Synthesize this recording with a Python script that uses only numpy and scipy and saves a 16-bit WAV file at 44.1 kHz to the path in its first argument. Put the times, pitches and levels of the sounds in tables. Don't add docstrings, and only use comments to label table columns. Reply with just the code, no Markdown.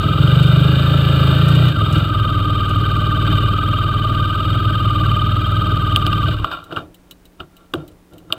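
import sys
import numpy as np
from scipy import signal
from scipy.fft import rfft, irfft
from scipy.io import wavfile
from scipy.ndimage import uniform_filter1d

SR = 44100
rng = np.random.default_rng(int(sys.argv[2]) if len(sys.argv) > 2 else 0)


def to_wav(sig):
    pcm = np.clip(np.atleast_2d(sig), -1, 1) * 32767
    pcm = np.round(pcm).astype(np.int16)
    wavfile.write(sys.argv[1], SR, pcm.T)


def linear_from_db(decibels):
    return 10 ** (np.asarray(decibels, float) / 20)


N = 369540

# t/s, firing rate f/Hz
FIRING_RATE = [(0.0, 20.17), (0.157, 20.66), (0.337, 24.96), (0.439, 23.71), (0.886, 27.7), (1.264, 26.48),
               (1.665, 31.29), (1.794, 19.57), (1.991, 22.08), (2.118, 19.82), (3.491, 19.11),
               (3.571, 20.19), (4.02, 19.08), (4.523, 20.28), (5.091, 19.01), (5.332, 20.15), (6.199, 19.3),
               (6.45, 16.86)]
# t/s, opening/0-1
THROTTLE = [
    (0, .45),
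    (.17, .45),
    (.22, 1),
    (1.68, 1),
    (1.74, .1),
    (1.81, .45),
    (2.02, .45),
    (2.1, .05),
    (6.5, .05),
]
# t/s, strength/dB, length/s
CATCHES = [
    (1.267, 1.5, 0.054),
    (1.74, -1.5, 0.023),
    (1.968, 4, 0.017),
    (2.915, 1, 0.12),
    (3.333, 4, 0.082),
    (4.535, 1.5, 0.023),
    (5.086, 1.5, 0.067),
    (6.306, 5, 0.023),
]
# f/Hz, width/Hz, level/dB, arrival/ms
PIPE_SHUT = [(40.9, 25.1, -10.9, 29.1), (76.1, 67.2, -11.8, 4.6), (106.9, 25.1, 5.0, 22.7),
             (119.0, 17.5, -3.4, 29.3), (152.7, 26.3, -4.7, 15.4)]
PIPE_OPEN = [(61.2, 40.6, -7.4, 7.6), (70.8, 70.3, -7.4, 18.5), (121.3, 24.0, -0.7, 11.0),
             (147.9, 24.0, -0.0, 14.3), (168.9, 24.0, -6.4, 20.8)]
# f/Hz, width/Hz, level/dB
BLOCK = [(420, 220, -7.5), (549, 39, 2), (585, 20, -9.5)]
# place/cycle, level/dB
WHINE_GATE = [(0, -1.5), (.1, -4), (.2, -8), (.3, -14), (.44, -11), (.52, -1), (.575, 4), (.65, -1.5),
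              (.8, -1.5), (1, -1.5)]
# place/cycle, spread/cycle, level/dB
VALVES_SEAT = [
    (.09, .03, -7),
    (.43, .045, -3),
    (.62, .055, 2.5),
]
# f/Hz, width/Hz, level/dB, place/cycle, spread/cycle
COVER = [(1532, 24.6, 15.5, 0.16, 0.11), (1559, 40, 12, 0.377, 0.072), (2423, 30, -20, 0.63, 0.11),
         (2720, 28, -5.5, 0.1, 0.21), (3130, 36, -13.5, 0.25, 0.059), (3480, 53, -17, 0.26, 0.082),
         (8170, 1700, -34, 0.08, 0.039)]
# f/Hz, width/Hz, level/dB
HOUSING = [(302.4, 23.3, 8.5), (416, 23, 2.5), (505, 48, -4), (621, 52.5, 1), (843, 105, -9.5),
           (1196, 53, 6.5), (1355, 56.5, 4.5), (1557, 17, -1), (1990, 62, -14), (2384, 111, -6.5),
           (2902, 80, 1.5), (3168, 63, -0.5), (3653, 82, 1.5), (4640, 580, -20.5), (5164, 68, -28.5),
           (5560, 130, -79), (6740, 67, -30), (7990, 265, -24), (8600, 2200, -37.5), (13270, 740, -27.5),
           (15000, 1400, -33)]
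# f/Hz, width/Hz, level/dB
SHELL = [(762, 26, -14.5), (1172, 156, 4.5), (1333, 258, 4.5), (1507, 160, 2), (2436, 160, -7),
         (2850, 205, 5), (3210, 390, 0), (3680, 280, -5), (4890, 505, -17.5)]
# t/s, peak level/dB, relative thud level/dB, brightness/dB, length/ms
KNOCKS = [(5.9605, -7, -13, 5, 0.83), (6.06, -18, 4.5, -7, 1.3), (6.0645, -19, -23, 10, 1.4),
          (6.128, -19.5, -29.5, -2, 4.3), (6.4439, -9.5, -33, -11, 1.2), (6.5138, -18, -20, -7, 3.7),
          (6.535, -28, -10, -1, 1.9), (6.7134, -27.5, 4, -13, 2), (6.7237, -28, -16, -4, 3.4),
          (6.7617, -28, -14, 0, 3.1), (6.767, -21.5, -12, -14, 11), (7.4018, -26.5, -4, -7.5, 4.3),
          (7.737, -3.5, -5.5, -7.5, 1.2), (7.7524, -30.5, -7.5, -6.45, 2.4), (7.7838, -49.5, -2, -1, 1.4),
          (8.1244, -48.5, 14, -7, 2.2), (8.302, -33, -10, -19, 3.5), (8.324, -14, -23, 11, 0.9)]
# f/Hz, width/Hz, level/dB, arrival/ms
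FRAME = [(150, 17, 5.5, 24.5), (327, 65, 4.5, 4), (694, 130, -3.5, 1.5)]
# f/Hz, width/Hz, level/dB
SNAP = [(7900, 1700, 3.5), (14200, 2000, 5)]
# t/s, peak level/dB, centre f/Hz
TICKS = [(0.428, -33, 9600), (0.4674, -36, 5180), (1.484, -27, 5090), (1.5494, -43, 5100),
         (1.5507, -32, 5140), (1.683, -33.5, 5000), (1.787, -41, 7890), (1.926, -27, 5100),
         (1.943, -36.5, 5020), (1.98, -34, 5130), (2.692, -35, 8400), (5.9894, -42.5, 8200),
         (6.64, -37.5, 14300), (6.9438, -37.5, 13750), (7.11, -28.5, 14700), (7.2537, -39.5, 14600),
         (7.566, -39.5, 14000), (7.878, -37.5, 13500), (7.9144, -54, 7800), (8.1345, -45, 9620),
         (8.181, -39.5, 14000)]
# f/Hz, width/Hz, level/dB
RELAY_CASE = [(2970, 180, 1), (3920, 160, 1), (8200, 1500, -15.5)]
# t/s, peak level/dB, rise/ms and fall/ms per 20 dB, relative low level/dB
RUBS = [(6.42, -43.5, 33, 60, 17.5), (6.444, -22, 2.4, 42.5, -22), (6.523, -23.5, 73, 128, -22.5),
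        (6.727, -31, 37, 52, 5.5), (6.774, -27, 25, 63, 0.5), (7.136, -54, 130, 1, 6),
        (7.405, -31.5, 10.6, 33, -1.5), (7.61, -53.5, 170, 201, -15), (7.738, -24.5, 2, 19.5, 4),
        (7.758, -39, 12, 112, 12), (8.131, -55, 30, 200, 18), (8.306, -39, 12, 44, 2),
        (8.327, -19.5, 4.4, 17, -28), (8.375, -40.5, 68.4, 90, 7)]
# f/Hz, width/Hz, level/dB
RUB_MIDDLE = [(639, 44, 5.5), (1146, 100, 5.5), (1372, 21, 16.5), (1593, 110, -6.5)]
RUB_LOW = [(71.5, 50, -4), (97, 38, 1), (165, 7.8, 1.5), (307, 28, 2.5), (608, 210, -11.5)]
# f/Hz, level per Hz/dB
AIR = [(15, -12.5), (25, 0.5), (49, 0.5), (179, -13), (227, -10), (298, -4.5), (434, -12), (1060, -20.5),
       (4280, -31.5), (6410, -34), (9100, -34), (12900, -36.5), (15600, -32.5)]
# f/Hz, level per Hz/dB
SIDE_TONE = [(35, -2), (60, -7), (141, 1), (317, -14), (1270, -24), (2110, -29), (2470, -40), (2980, -24),
             (3660, -33), (4020, -72), (4730, -45), (5950, -38), (11100, -41), (15000, -46)]

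IDLE_HZ = 19.6
FIRE_IDLE, FIRE_LOAD = 0.3, 0.5
EXHAUST_DB, EXHAUST_LOAD_DB, EXHAUST_DB_PER_HZ = -16.5, 9.5, -0.1844
WHINE_DB, WHINE_LOAD_DB, WHINE_DB_PER_HZ = -22.5, 2.5, -1.33
RATTLE_DB, RATTLE_DB_PER_HZ = -33, 0.1777
CATCH_RATTLE, CATCH_WHINE = 0.99, -0.9
WHINE_ORDER, WHINE_RIPPLE = 61.5, 0.046
CAM_ORDER, CAM_RIPPLE = 154, 0.048
KEY_OFF_S, GEARS_SLACK_S, STOP_S = 6.245, 6.26, 6.45
DIE_DB_PER_S, WHINE_DROP_DB = 86, 12.5
COAST_DB = -23.5
HIGH_LASTS, LOW_LASTS = 0.93, 1.7


def engine():
    t = np.arange(N) / SR
    hz, = curve(FIRING_RATE)
    cycle = np.cumsum(hz) / SR - 0.172
    load, = curve(THROTTLE)
    rev = np.maximum(hz - IDLE_HZ, 0)
    catch = sum(db * np.exp(-0.5 * ((t - s) / length) ** 2) for s, db, length in CATCHES)
    dying = DIE_DB_PER_S * np.maximum(t - KEY_OFF_S, 0)
    slack = WHINE_DROP_DB * np.clip((t - GEARS_SLACK_S) / 0.016, 0, 1)

    exhaust_db = EXHAUST_DB + EXHAUST_LOAD_DB * load + EXHAUST_DB_PER_HZ * rev + catch - dying
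    rattle_db = RATTLE_DB + RATTLE_DB_PER_HZ * rev + CATCH_RATTLE * catch - 0.38 * dying
    whine_db = WHINE_DB + WHINE_LOAD_DB * load + WHINE_DB_PER_HZ * rev + CATCH_WHINE * catch - slack
    running = np.clip((STOP_S - t) / 0.015 + 1, 0, 1)

    sound = coasting(cycle, t) + linear_from_db(exhaust_db) * exhaust(cycle, load)
    sound = sound + linear_from_db(rattle_db) * rattle(cycle, load)
    return running * (sound + linear_from_db(whine_db) * whine(cycle))


def exhaust(cycle, load):
    late = 0.2 * (1 - load)
    loaded = np.clip(2 * load - 0.05, 0, 1) * firings(cycle - FIRE_LOAD - late, 0.25)
    idling = (1 - load) ** 3 * firings(cycle - FIRE_IDLE, 1.06)
    idle = level(pipe(idling, PIPE_SHUT), -2.7)
    pull = level(pipe(loaded, PIPE_OPEN), -10.0)
    gas = ring(ring(rng.standard_normal(N), 144, 123), 160, 150)
    swirl = level(gas, -14.5) * (1 - 0.68 * load)
    block = np.roll(level(body(loaded, BLOCK), -33.5), int(0.012 * SR))
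    drum = pipe(firings(cycle - 0.75, 1.5), [(305.3, 33, 0, 0)])
    tank = level(drum, -19.5) * linear_from_db(-14 * load)
    chuff = level(pipe(loaded * (1 - load), [(89.7, 40, 0, 5)]), -19)
    return idle + pull + chuff + swirl + block + tank


def coasting(cycle, t):
    puffs = pipe(firings(2 * cycle - 0.3, 0.63), [(51.7, 59, 1.5, -0.5), (94.7, 68, -10.5, 2)])
    return (t > KEY_OFF_S) * level(puffs, COAST_DB)


def whine(cycle):
    turn = cycle + WHINE_RIPPLE / (2 * np.pi) * np.sin(2 * np.pi * (cycle - 0.83))
    shake = uniform_filter1d(rng.standard_normal(N), 300) * 17
    gate = linear_from_db(np.interp(cycle % 1, *np.transpose(WHINE_GATE)) + shake)
    tone = level(gate * np.sin(2 * np.pi * WHINE_ORDER * turn + 0.2 * shake), 0)
    return 0.68 * ring(tone, 1205, 110) + 0.28 * tone


def rattle(cycle, load):
    seating = sum(linear_from_db(db) * bump(cycle, at, spread) for at, spread, db in VALVES_SEAT)
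    gate = 0.7 + 0.8 * load + seating
    clicks = rng.standard_normal(N) * linear_from_db(0.48 * uneven_sizes(40)) * gate
    valves = 0
    for f, width, db, at, spread in COVER:
        valves = valves + linear_from_db(db) * ring(bump(cycle, at, spread) * rng.standard_normal(N), f, width)
    valves = (1 - 0.071 * load) * level(valves, -4.5)
    return level(body(clicks, HOUSING), 5.02) + valves + (1 - load) * cam(cycle)


def cam(cycle):
    turn = cycle + CAM_RIPPLE / (2 * np.pi) * np.sin(2 * np.pi * (cycle - 0.33))
    shake = uniform_filter1d(rng.standard_normal(N), 200) * 14
    tone = np.sin(2 * np.pi * CAM_ORDER * turn + 0.5 * shake)
    tone = bump(cycle, 0.24, 0.13) * linear_from_db(3.9 * shake) * tone
    return level(body(tone, [(2934, 300, -0.5), (3240, 260, -0.5)]), -7.5)


def knocks():
    crack, upper, bright, thud = np.zeros((4, N))
    for s, db, low_db, bright_db, ms in KNOCKS:
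        blow = burst(s, db + 18.5, ms)
        crack += blow
        upper += linear_from_db(bright_db - 3) * blow
        bright += burst(s, db + bright_db - 24, 3 + 2.5 * ms)
        thud += burst(s + 0.0022, db + low_db + 15, 4 * ms)
    shell = body(crack, SHELL[:4]) + body(upper, SHELL[4:])
    return shell + body(bright, SNAP) + pipe(thud, FRAME)


def rubbing():
    grains = rng.standard_normal(N) * linear_from_db(3.3 * uneven_sizes(90))
    middle = level(body(grains, RUB_MIDDLE), -2.2)
    high = level(body(grains, HOUSING[8:]), -11.5)
    low = level(body(rng.standard_normal(N), RUB_LOW), -1.1)
    return strokes(1, 0) * middle + strokes(HIGH_LASTS, 0) * high + strokes(LOW_LASTS, 0.66) * low


def strokes(lasts, low_share):
    ms = np.arange(0, N + 16, 16) * 1000 / SR
    shape = 0
    for s, db, rise, fall, low_db in RUBS:
        away = np.maximum((s * 1000 - ms) / rise, (ms - s * 1000) / (fall * lasts))
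        shape = shape + linear_from_db(db + low_share * low_db - 20 * away)
    return np.interp(np.arange(N) * 1000 / SR, ms, shape)


def ticks():
    out = 0
    for s, db, hz in TICKS:
        click = burst(s, db, 7.5)
        out = out + 0.56 * ring(click, hz, 4900) + 2.4 * body(click, RELAY_CASE)
    return out


def background():
    hum = np.sin(2 * np.pi * 179 * np.arange(N) / SR)
    return level(coloured(AIR), -52) + level(hum, -57.5)


def firings(turn, lean):
    at = np.flatnonzero(np.diff(np.maximum.accumulate(np.floor(turn))) > 0)
    timing, strength = rng.standard_normal((400, 2))[:len(at)].T * lean
    shift = (0.0006 * SR * timing).astype(int)
    pulses = np.zeros(N)
    pulses[np.clip(at + shift, 0, N - 1)] = linear_from_db(1.1 * strength)
    return pulses


def bump(cycle, at, spread):
    away = (cycle - at + 0.5) % 1 - 0.5
    return np.exp(-0.5 * (away / spread) ** 2)


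def burst(s, db, ms):
    out, i = np.zeros(N), int(s * SR)
    t = np.arange(min(4000, N - i)) / SR
    noise = rng.standard_normal(4000)[:len(t)]
    out[i:i + len(t)] = linear_from_db(db) * noise * np.exp(-t * 1000 / max(ms, 0.2))
    return out


def uneven_sizes(hold):
    sizes = np.repeat(rng.exponential(size=N // hold + 1), hold)[:N]
    return np.minimum(sizes, 3)


def ring(x, hz, width):
    return signal.lfilter(*signal.iirpeak(hz, hz / width, fs=SR), x)


def body(x, modes):
    return sum((-1) ** k * linear_from_db(db) * ring(x, f, w) for k, (f, w, db) in enumerate(modes))


def pipe(pulses, modes):
    out = 0
    for f, width, db, ms in modes:
        swell = ring(ring(pulses, f, width), f, width)
        out = out + linear_from_db(db) * np.roll(swell, int(ms * SR / 1000))
    return out


def coloured(points):
    f = np.maximum(np.arange(N // 2 + 1) * SR / N, 1)
    hz, db = np.transpose(points)
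    gain = linear_from_db(np.interp(np.log(f), np.log(hz), db))
    return irfft(rfft(rng.standard_normal(N)) * gain, N)


def level(x, db):
    return x * linear_from_db(db) / np.sqrt(np.mean(x ** 2))


def curve(table):
    s, *columns = np.transpose(table)
    return [np.interp(np.arange(N) / SR, s, c) for c in columns]


def scene():
    mid = engine() + knocks() + ticks() + rubbing() + background()
    follow = np.sqrt(uniform_filter1d(mid ** 2, 2000) + 1e-12)
    side = follow * level(coloured(SIDE_TONE), -33)
    return np.array([mid + side, mid - side])


def band_limit(x):
    return signal.sosfilt(signal.butter(12, 15750, fs=SR, output="sos"), x)


def record(dry):
    soft = np.tanh(0.69 * dry) / 0.6
    low_pass = signal.ellip(8, 0.2, 70, 15700, fs=SR, output="sos")
    mix = signal.sosfilt(low_pass, soft)
    return band_limit(mix)


dry = scene()
out = record(dry)
to_wav(out)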